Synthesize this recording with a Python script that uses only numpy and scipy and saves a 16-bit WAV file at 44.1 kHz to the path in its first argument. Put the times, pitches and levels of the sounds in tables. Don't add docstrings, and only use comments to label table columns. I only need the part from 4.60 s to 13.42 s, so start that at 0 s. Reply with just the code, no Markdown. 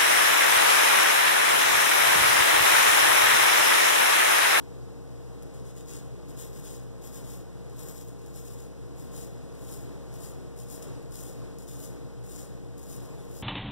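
import sys
import numpy as np
from scipy import signal
from scipy.fft import rfft, irfft
from scipy.io import wavfile
from scipy.ndimage import map_coordinates

SR = 44100
rng = np.random.default_rng(int(sys.argv[2]) if len(sys.argv) > 2 else 0)


def bounce(signal):
    frames = np.transpose(np.atleast_2d(signal))
    limited = np.clip(frames, -1, 1)
    pcm = np.round(limited * 32767).astype(np.int16)
    wavfile.write(sys.argv[1], SR, pcm)


N = 389168
TIME_S = np.arange(N) / SR
FREQ_HZ = np.fft.rfftfreq(N, 1 / SR)


def undb(db):
    return 10 ** (np.asarray(db) / 20)


def unit(x):
    return x / np.sqrt(np.mean(x ** 2))


def curves(table):
    time_s, *columns = np.transpose(table)
    return [np.interp(TIME_S, time_s, column) for column in columns]


def colour(points):
    hz, db = np.transpose(points)
    return undb(np.interp(np.log(FREQ_HZ + 1), np.log(hz), db))


def causal(gain):
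    cepstrum = irfft(np.log(gain), N)
    cepstrum[1:N // 2] *= 2
    cepstrum[N // 2 + 1:] = 0
    return np.exp(rfft(cepstrum))


def through(x, response):
    return irfft(rfft(x) * response, N)


def delay(lag_ms):
    return np.exp(-2j * np.pi * FREQ_HZ * lag_ms / 1000)


def noise():
    return rng.standard_normal(N) * np.sqrt(SR / 2)


def walk(knots_per_s):
    knots = rng.standard_normal(N // 20)
    return 1.2 * np.interp(TIME_S * knots_per_s, np.arange(len(knots)), knots)


# freq_hz [Hz], level_db [dB]
PORT_SPREAD = [(60, -20), (250, -13), (550, -9), (1600, -4), (2800, -2.5), (4000, -6), (8000, -6)]


def two_ports(common, apart):
    spread = colour(PORT_SPREAD)
    share = 1 / np.sqrt(1 + spread ** 2)
    shared = through(common, share)
    difference = through(apart, share * spread)
    return shared + np.array([[1], [-1]]) * difference


# freq_hz [Hz], density_db [dB per Hz]
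FAN_AIR = [(25, -70.5), (36, -86), (52, -72), (100, -74.5), (330, -80), (600, -81.5), (850, -87.5),
           (1400, -92), (2100, -96), (2900, -100), (4500, -100), (8000, -99), (12000, -107), (15500, -110)]
# freq_hz [Hz], width_hz [Hz], lift_db [dB]
ROOM_MODES = [(142, 35.4, 13.5), (190, 23, 7.5), (247.7, 13, 7), (289.8, 40, 11.5), (352.3, 3.8, 10.5),
              (400, 46, 8), (448, 17.5, 7.5), (486.4, 35, 5.5), (537.5, 21, 7.5), (639, 13, 6),
              (684, 12.5, 5), (910, 30, 2), (1070, 39, 4), (1180, 24, 3.5)]
# time_s [s], level_db [dB]
FAN_FLOW = [(0, 0), (.7, -0.4), (1.55, 0), (2.0, 1), (2.33, -0.2), (2.7, 1), (2.98, -.5), (3.25, 1),
            (3.45, -1.5), (3.7, -0.2), (4.42, -0.1), (4.7, 2), (5.0, -0.5), (5.3, 2), (5.75, 2), (5.98, -1),
            (6.27, 2), (6.48, -0.8), (6.8, 2.5), (7.1, -0.5), (7.38, 2.5), (7.62, -0.1), (7.88, 0.7),
            (8.1, -1), (8.42, 2.2), (8.8, -0.1)]


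def fan(flutter_db=0.75):
    lift_db = sum(db / (1 + (2 * (FREQ_HZ - hz) / width_hz) ** 2) for hz, width_hz, db in ROOM_MODES)
    rush = through(np.array([noise(), noise()]), colour(FAN_AIR) * undb(lift_db))
    return two_ports(*rush) * undb(curves(FAN_FLOW)[0] + flutter_db * walk(7))


# freq_hz [Hz], rms_db [dB]
HUM_TONES = [(58.2, -46), (116.2, -53), (178.3, -54.5), (252.7, -67), (291.0, -72.5), (349.2, -59.5),
             (360.0, -62.5), (469.4, -53), (764.0, -71), (814.6, -69.5), (934.0, -73.5), (1047.4, -73.5),
             (1064.5, -75.5), (1513.0, -77)]
# freq_hz [Hz], rms_db [dB]
BEATING_MOTORS = [(120.0, -52.5), (122.43, -47.7), (126.32, -54.3)]
IN_STEP_S = 1.45


def hum():
    drifted_s = np.cumsum(1 + .0006 * walk(3)) / SR
    tones = np.zeros(N)
    for hz, db in HUM_TONES:
        level = undb(db + .4 * walk(4))
        tones += level * np.sin(2 * np.pi * (hz * drifted_s + rng.random()))
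    start_cycles = rng.random()
    throb = np.zeros(N)
    for hz, db in BEATING_MOTORS:
        throb += undb(db) * np.sin(2 * np.pi * (hz * (drifted_s - IN_STEP_S) + start_cycles))
    return np.sqrt(2) * (tones + throb)


# [dB, burst energy before snag_db]
SNAGS = [(0.8247, -33), (0.832, -34), (0.94, -36), (0.9594, -41.5), (0.999, -37), (1.079, -46),
         (1.1124, -44), (1.181, -40), (1.1874, -40), (1.2605, -36), (1.685, -43), (1.747, -38), (1.78, -38),
         (1.931, -38), (1.962, -37), (1.977, -41), (1.998, -37), (2.058, -34), (2.067, -30), (2.145, -41),
         (2.449, -38), (2.582, -33), (2.645, -36), (2.72, -39), (2.7472, -41), (3.097, -37), (3.132, -41),
         (3.232, -40), (3.31, -36), (3.412, -28), (3.4851, -35), (3.662, -37), (3.86, -47), (4.002, -35),
         (4.456, -46), (4.574, -38), (4.5775, -38), (4.6003, -39), (4.62, -40), (5.56, -38), (5.609, -36),
         (6.156, -35), (6.2246, -26), (6.228, -27), (6.426, -39), (6.521, -31), (6.557, -29), (6.5847, -37),
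         (6.6205, -36), (6.6352, -27), (6.729, -43), (6.986, -31), (6.997, -39), (7.0229, -31),
         (7.136, -36), (7.2012, -33), (7.216, -36), (7.229, -27), (7.359, -46), (7.668, -32), (7.7905, -37),
         (8.181, -45), (8.206, -46), (8.261, -44), (8.3362, -31), (8.3642, -30), (8.421, -45),
         (8.4504, -41), (8.624, -48), (8.662, -53), (8.703, -45)]


def snagging(tear_s=0.00025):
    out = np.zeros(N)
    fade = np.exp(-TIME_S[TIME_S < .005] / tear_s)
    for start_s, level_db in SNAGS:
        burst = rng.standard_normal(len(fade)) * fade
        first = int(start_s * SR)
        out[first:first + len(fade)] += undb(level_db) * burst / np.sqrt(np.sum(burst ** 2))
    return out


# [dB relative to the scrape, before ring_gain_db; how freely the blade sounds at that angle]
STROKES = [(0.937, 0.007, 0.018, -55, -20), (1.04, 0.02, 0.036, -53.5, -16),
           (1.152, 0.014, 0.013, -48.5, -16), (1.268, 0.018, 0.087, -44.5, -13),
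           (1.68, 0.0042, 0.013, -53, -2), (1.762, 0.034, 0.028, -43.5, -0.5),
           (1.922, 0.02, 0.064, -51, -2), (2.019, 0.026, 0.11, -46, -9), (2.413, 0.034, 0.025, -47.5, 0),
           (2.515, 0.028, 0.027, -46, -1), (2.63, 0.068, 0.045, -47.5, 0.5), (3.095, .01, 0.055, -63, 1),
           (3.158, 0.031, 0.04, -47.5, 2), (3.24, 0.042, 0.034, -49, 4), (3.335, 0.022, .05, -49.5, 1),
           (3.465, 0.011, 0.0083, -55, -16), (3.56, 0.033, .04, -62.5, -20), (3.648, 0.0097, 0.044, -59, 3),
           (3.733, 0.024, 0.027, -48, 1.5), (3.81, 0.055, 0.068, -51, 0), (3.96, 0.042, 0.027, -53, -7),
           (4.355, 0.037, 0.037, -53, -1), (4.512, 0.049, 0.069, -45.5, -4), (4.92, 0.1, 0.072, -54.5, 0),
           (5.07, 0.054, 0.021, -45, 1), (5.2, 0.011, .01, -55.5, -12), (5.513, 0.028, 0.016, -52, -3),
           (5.585, 0.051, 0.033, -45, -1), (5.962, 0.033, 0.017, -48, -5), (6.074, 0.04, 0.036, -43.5, -2),
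           (6.22, 0.0064, 0.014, -49.5, -20), (6.506, 0.043, 0.14, -45, -1.5),
           (6.979, 0.011, 0.047, -53, -14), (7.068, 0.011, 0.088, -48, -4), (7.18, 0.053, 0.016, -44, 1),
           (7.634, 0.088, 0.105, -46, -6), (8.171, 0.0057, 0.04, -52.5, 0), (8.225, 0.079, 0.052, -47, 0),
           (8.405, 0.018, 0.03, -56.5, 1), (8.52, 0.12, .1, -61, -6), (8.69, 0.066, 0.059, -49, -1)]
TOUCH_DB, GRIP_S = -11, 0.0021
SAG_DB_PER_S, LIFT_DB_PER_S = 17, 176
FIZZLE_DB, FIZZLE_DB_PER_S = -27.5, 35


def strokes():
    scrape_power, ring_power = np.full(N, 1e-9), np.full(N, 1e-10)
    for start_s, press_s, draw_s, level_db, ring_db in STROKES:
        first = int(start_s * SR)
        age_s = TIME_S[:N - first]
        lifted_s = np.maximum(age_s - press_s - draw_s, 0)
        pressing_db = TOUCH_DB * np.maximum(1 - age_s / press_s, 0)
        sag_db = SAG_DB_PER_S * np.clip(age_s - press_s, 0, draw_s)
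        grip = np.minimum(age_s / GRIP_S, 1)
        edge = grip * undb(level_db + pressing_db - sag_db - LIFT_DB_PER_S * lifted_s)
        fizzle = (lifted_s > 0) * undb(level_db + FIZZLE_DB - FIZZLE_DB_PER_S * lifted_s)
        scrape_power[first:] += edge ** 2 + fizzle ** 2
        ring_power[first:] += (edge * undb(ring_db)) ** 2
    return 10 * np.log10(scrape_power), 10 * np.log10(ring_power)


def catches(per_second, release_s):
    gaps_s = rng.gamma(3, 1 / (3 * per_second), N // 50)
    at = (np.cumsum(gaps_s) * SR).astype(int)
    sizes = rng.uniform(.35, 1, len(at))
    jolts = np.zeros(N)
    jolts[at[at < N]] = sizes[at < N]
    return unit(signal.lfilter([1], [1, -np.exp(-1 / (release_s * SR))], jolts))


def hair_snaps(per_second, scatter_db):
    chance = np.clip(per_second / SR, 1e-4, 1)
    size = unit(undb(scatter_db * np.clip(rng.standard_normal(N), -2, 2)))
    sign = rng.choice([-1, 1], N)
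    return (rng.random(N) < chance) * sign * size / np.sqrt(chance)


# freq_hz [Hz before grip drift], pole_width_hz [Hz], cheek_db [dB], jaw_db [dB]
BLADE_MODES = [(8070, 310, 2, -16), (10680, 600, -17, -2.5), (12000, 420, 3.5, -1.5)]


def blade(plucks, jaw, grip_drift=.003, grip_db=.9):
    out, bend = np.zeros(N), 1 + grip_drift * walk(13)
    for hz, width_hz, cheek_db, jaw_db in BLADE_MODES:
        turn = np.exp(2j * np.pi * np.cumsum(hz * bend) / SR)
        pole = np.exp(-np.pi * width_hz / SR)
        smoothed = signal.lfilter([(1 - pole) ** 2], [1, -2 * pole, pole ** 2], plucks / turn)
        ring = 2 * np.real(turn * smoothed)
        strength = np.sqrt((1 - jaw) * undb(cheek_db) ** 2 + jaw * undb(jaw_db) ** 2)
        out += ring * strength * undb(grip_db * walk(9))
    return out


SKIN_ECHO_MS, SKIN_ECHO_SHARE = (0.584, 0.567), 0.16


def skin_echo(x, jaw, sway_ms=0.012):
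    lag_ms = np.interp(jaw, [0, 1], SKIN_ECHO_MS) + sway_ms * walk(12)
    echo = map_coordinates(x, [(TIME_S - lag_ms / 1000) * SR], mode="nearest")
    return x + SKIN_ECHO_SHARE * echo


# [dB, relative]
SNAP_CHEEK = [(900, -14), (2000, -6), (3000, -8.5), (3700, -5.5), (4400, -9), (5700, -3.5), (6250, -3),
              (6600, 4.5), (7400, -3), (8600, 1.5), (9600, -5), (11000, -4.5), (12800, -10), (14500, -17),
              (15700, -3)]
# [dB, relative]
SNAP_JAW = [(900, -19), (2000, -16), (3500, -11.5), (4500, -7), (5300, -4), (6200, -1.5), (7200, 4.5),
            (8000, -2.5), (9100, 3.5), (10700, -2.5), (11500, -2), (13000, -5), (14300, -1.5), (15000, -5),
            (15700, -3)]
# time_s [s], jaw [0 cheek - 1 jaw]
FACE_PLACE = [(1.3, 0.032), (3.9, 0.43), (4.6, 0.77), (6, 0.88)]


def scrape(hairs_per_s=5200, full_db=-47, scrape_db=-2.0, ring_gain_db=8.0,
           lather_db=-10, snag_db=4.5, snag_ring_db=-1):
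    level_db, ring_db = strokes()
    rate = hairs_per_s * undb(level_db - full_db)
    judder = unit(1 + .6 * catches(per_second=260, release_s=.001))
    snags = undb(snag_db) * snagging()
    lather = undb(lather_db) * rng.standard_normal(N)
    cutting = hair_snaps(rate, scatter_db=2.5) + lather
    cut = cutting * judder * undb(level_db + scrape_db) + snags
    flicks = hair_snaps(rate, scatter_db=2.5) * judder
    plucks = flicks * undb(ring_db + ring_gain_db) + undb(snag_ring_db) * snags
    jaw = np.clip(curves(FACE_PLACE)[0], 0, 1)
    snaps = np.zeros(N)
    for share, snap in [(1 - jaw, SNAP_CHEEK), (jaw, SNAP_JAW)]:
        snaps += through(np.sqrt(share) * cut, causal(unit(colour(snap))))
    return skin_echo(snaps + blade(plucks, jaw), jaw)


# time_s [s], level_db [dB before hoot_db]
HOOT_LEVEL = [(8.41, -70), (8.44, -55), (8.465, -66), (8.505, -58), (8.575, -61), (8.6, -72)]


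def hoot(centre_hz=1075, width_hz=100, hoot_db=-4):
    edges_hz = [centre_hz - width_hz / 2, centre_hz + width_hz / 2]
    band = signal.sosfilt(signal.butter(2, edges_hz, "band", fs=SR, output="sos"), noise())
    sounding = (TIME_S > HOOT_LEVEL[0][0]) & (TIME_S < HOOT_LEVEL[-1][0])
    return sounding * unit(band) * undb(curves(HOOT_LEVEL)[0] + hoot_db)


# time_s [s], pitch_hz [Hz before waver], level_db [dB before squeak_db and waver]
SQUEAK_GLIDES = [
    [(8.482, 4030, -72), (8.498, 4260, -63), (8.515, 4330, -68), (8.53, 4310, -63), (8.548, 4120, -66),
     (8.557, 4230, -65), (8.575, 4060, -73)],
    [(8.498, 3990, -72), (8.51, 4000, -65), (8.52, 4060, -72), (8.528, 4040, -63), (8.552, 3830, -64),
     (8.563, 3640, -62), (8.58, 3495, -63), (8.605, 3550, -56.5), (8.628, 3600, -61), (8.642, 3550, -61),
     (8.658, 3500, -69)],
    [(8.5, 2530, -67), (8.513, 2520, -55), (8.526, 2515, -55.5), (8.535, 2510, -68)],
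]


def squeak(waver=0.0043, squeak_db=-3.0):
    out = np.zeros(N)
    for glide in SQUEAK_GLIDES:
        pitch_hz, level_db = curves(glide)
        on = (TIME_S > glide[0][0]) & (TIME_S < glide[-1][0])
        wavering_hz = pitch_hz * (1 + waver * walk(400))
        phase = 2 * np.pi * np.cumsum(wavering_hz[on]) / SR
        partials = .4 * np.sin(phase) + .35 * np.sin(2 * phase) + np.sin(3 * phase)
        out[on] += undb((level_db + squeak_db + 2.5 * walk(120))[on]) * partials
    return out


def echoes(x, t60_s, hold_s):
    hop = int(hold_s * SR)
    age_s = TIME_S[TIME_S < t60_s]
    fade = undb(-60 * age_s / t60_s) * (age_s > .001)
    blend = np.sin(np.pi * np.arange(2 * hop) / (2 * hop))
    out = np.zeros(N + 2 * hop + len(age_s))
    for first in range(0, N, hop):
        piece = x[first:first + 2 * hop]
        pattern = rng.standard_normal(len(fade))
        heard = signal.fftconvolve(piece * blend[:len(piece)], pattern * fade)
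        out[first:first + len(heard)] += heard
    return out[:N] / np.sqrt(np.sum(fade ** 2))


HAND_T60_S, HAND_HOLD_S = .032, .025
WALL_T60_S, WALL_HOLD_S = .27, .05


def bathroom(x, wet_db=-8, dull_hz=8500):
    dulling = signal.butter(3, dull_hz, fs=SR, output="sos")
    walls = undb(wet_db) * signal.sosfilt(dulling, x)
    common = x + echoes(walls, WALL_T60_S, WALL_HOLD_S)
    apart = echoes(x, HAND_T60_S, HAND_HOLD_S) + echoes(walls, WALL_T60_S, WALL_HOLD_S)
    return two_ports(common, apart)


def scene():
    return bathroom(scrape() + squeak() + hoot()) + fan() + hum()


# freq_hz [Hz], level_db [dB]
RIGHT_SIDE = [(300, -1.4), (1000, -.8), (2050, 0), (2400, 0), (3000, -1), (4250, -.3), (4550, -.4),
              (5400, -2.8), (6800, -6.8), (8000, -13), (9500, -21), (12000, -28)]
# freq_hz [Hz], density_db [dB per Hz]
HISS = [(4000, -124), (9000, -112), (15500, -118)]
TOP_HZ = 15650


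def record(dry):
    common, apart = (dry[0] + dry[1]) / 2, (dry[0] - dry[1]) / 2
    lag = delay(lag_ms=.4535)
    left = common + through(apart, lag)
    right = -through(through(common, lag) + apart, colour(RIGHT_SIDE))
    hiss = through(np.array([noise(), noise()]), colour(HISS))
    top_cut = signal.ellip(12, .1, 80, TOP_HZ, fs=SR, output="sos")
    return signal.sosfilt(top_cut, np.array([left, right]) + hiss)


dry = scene()
out = record(dry)
bounce(out)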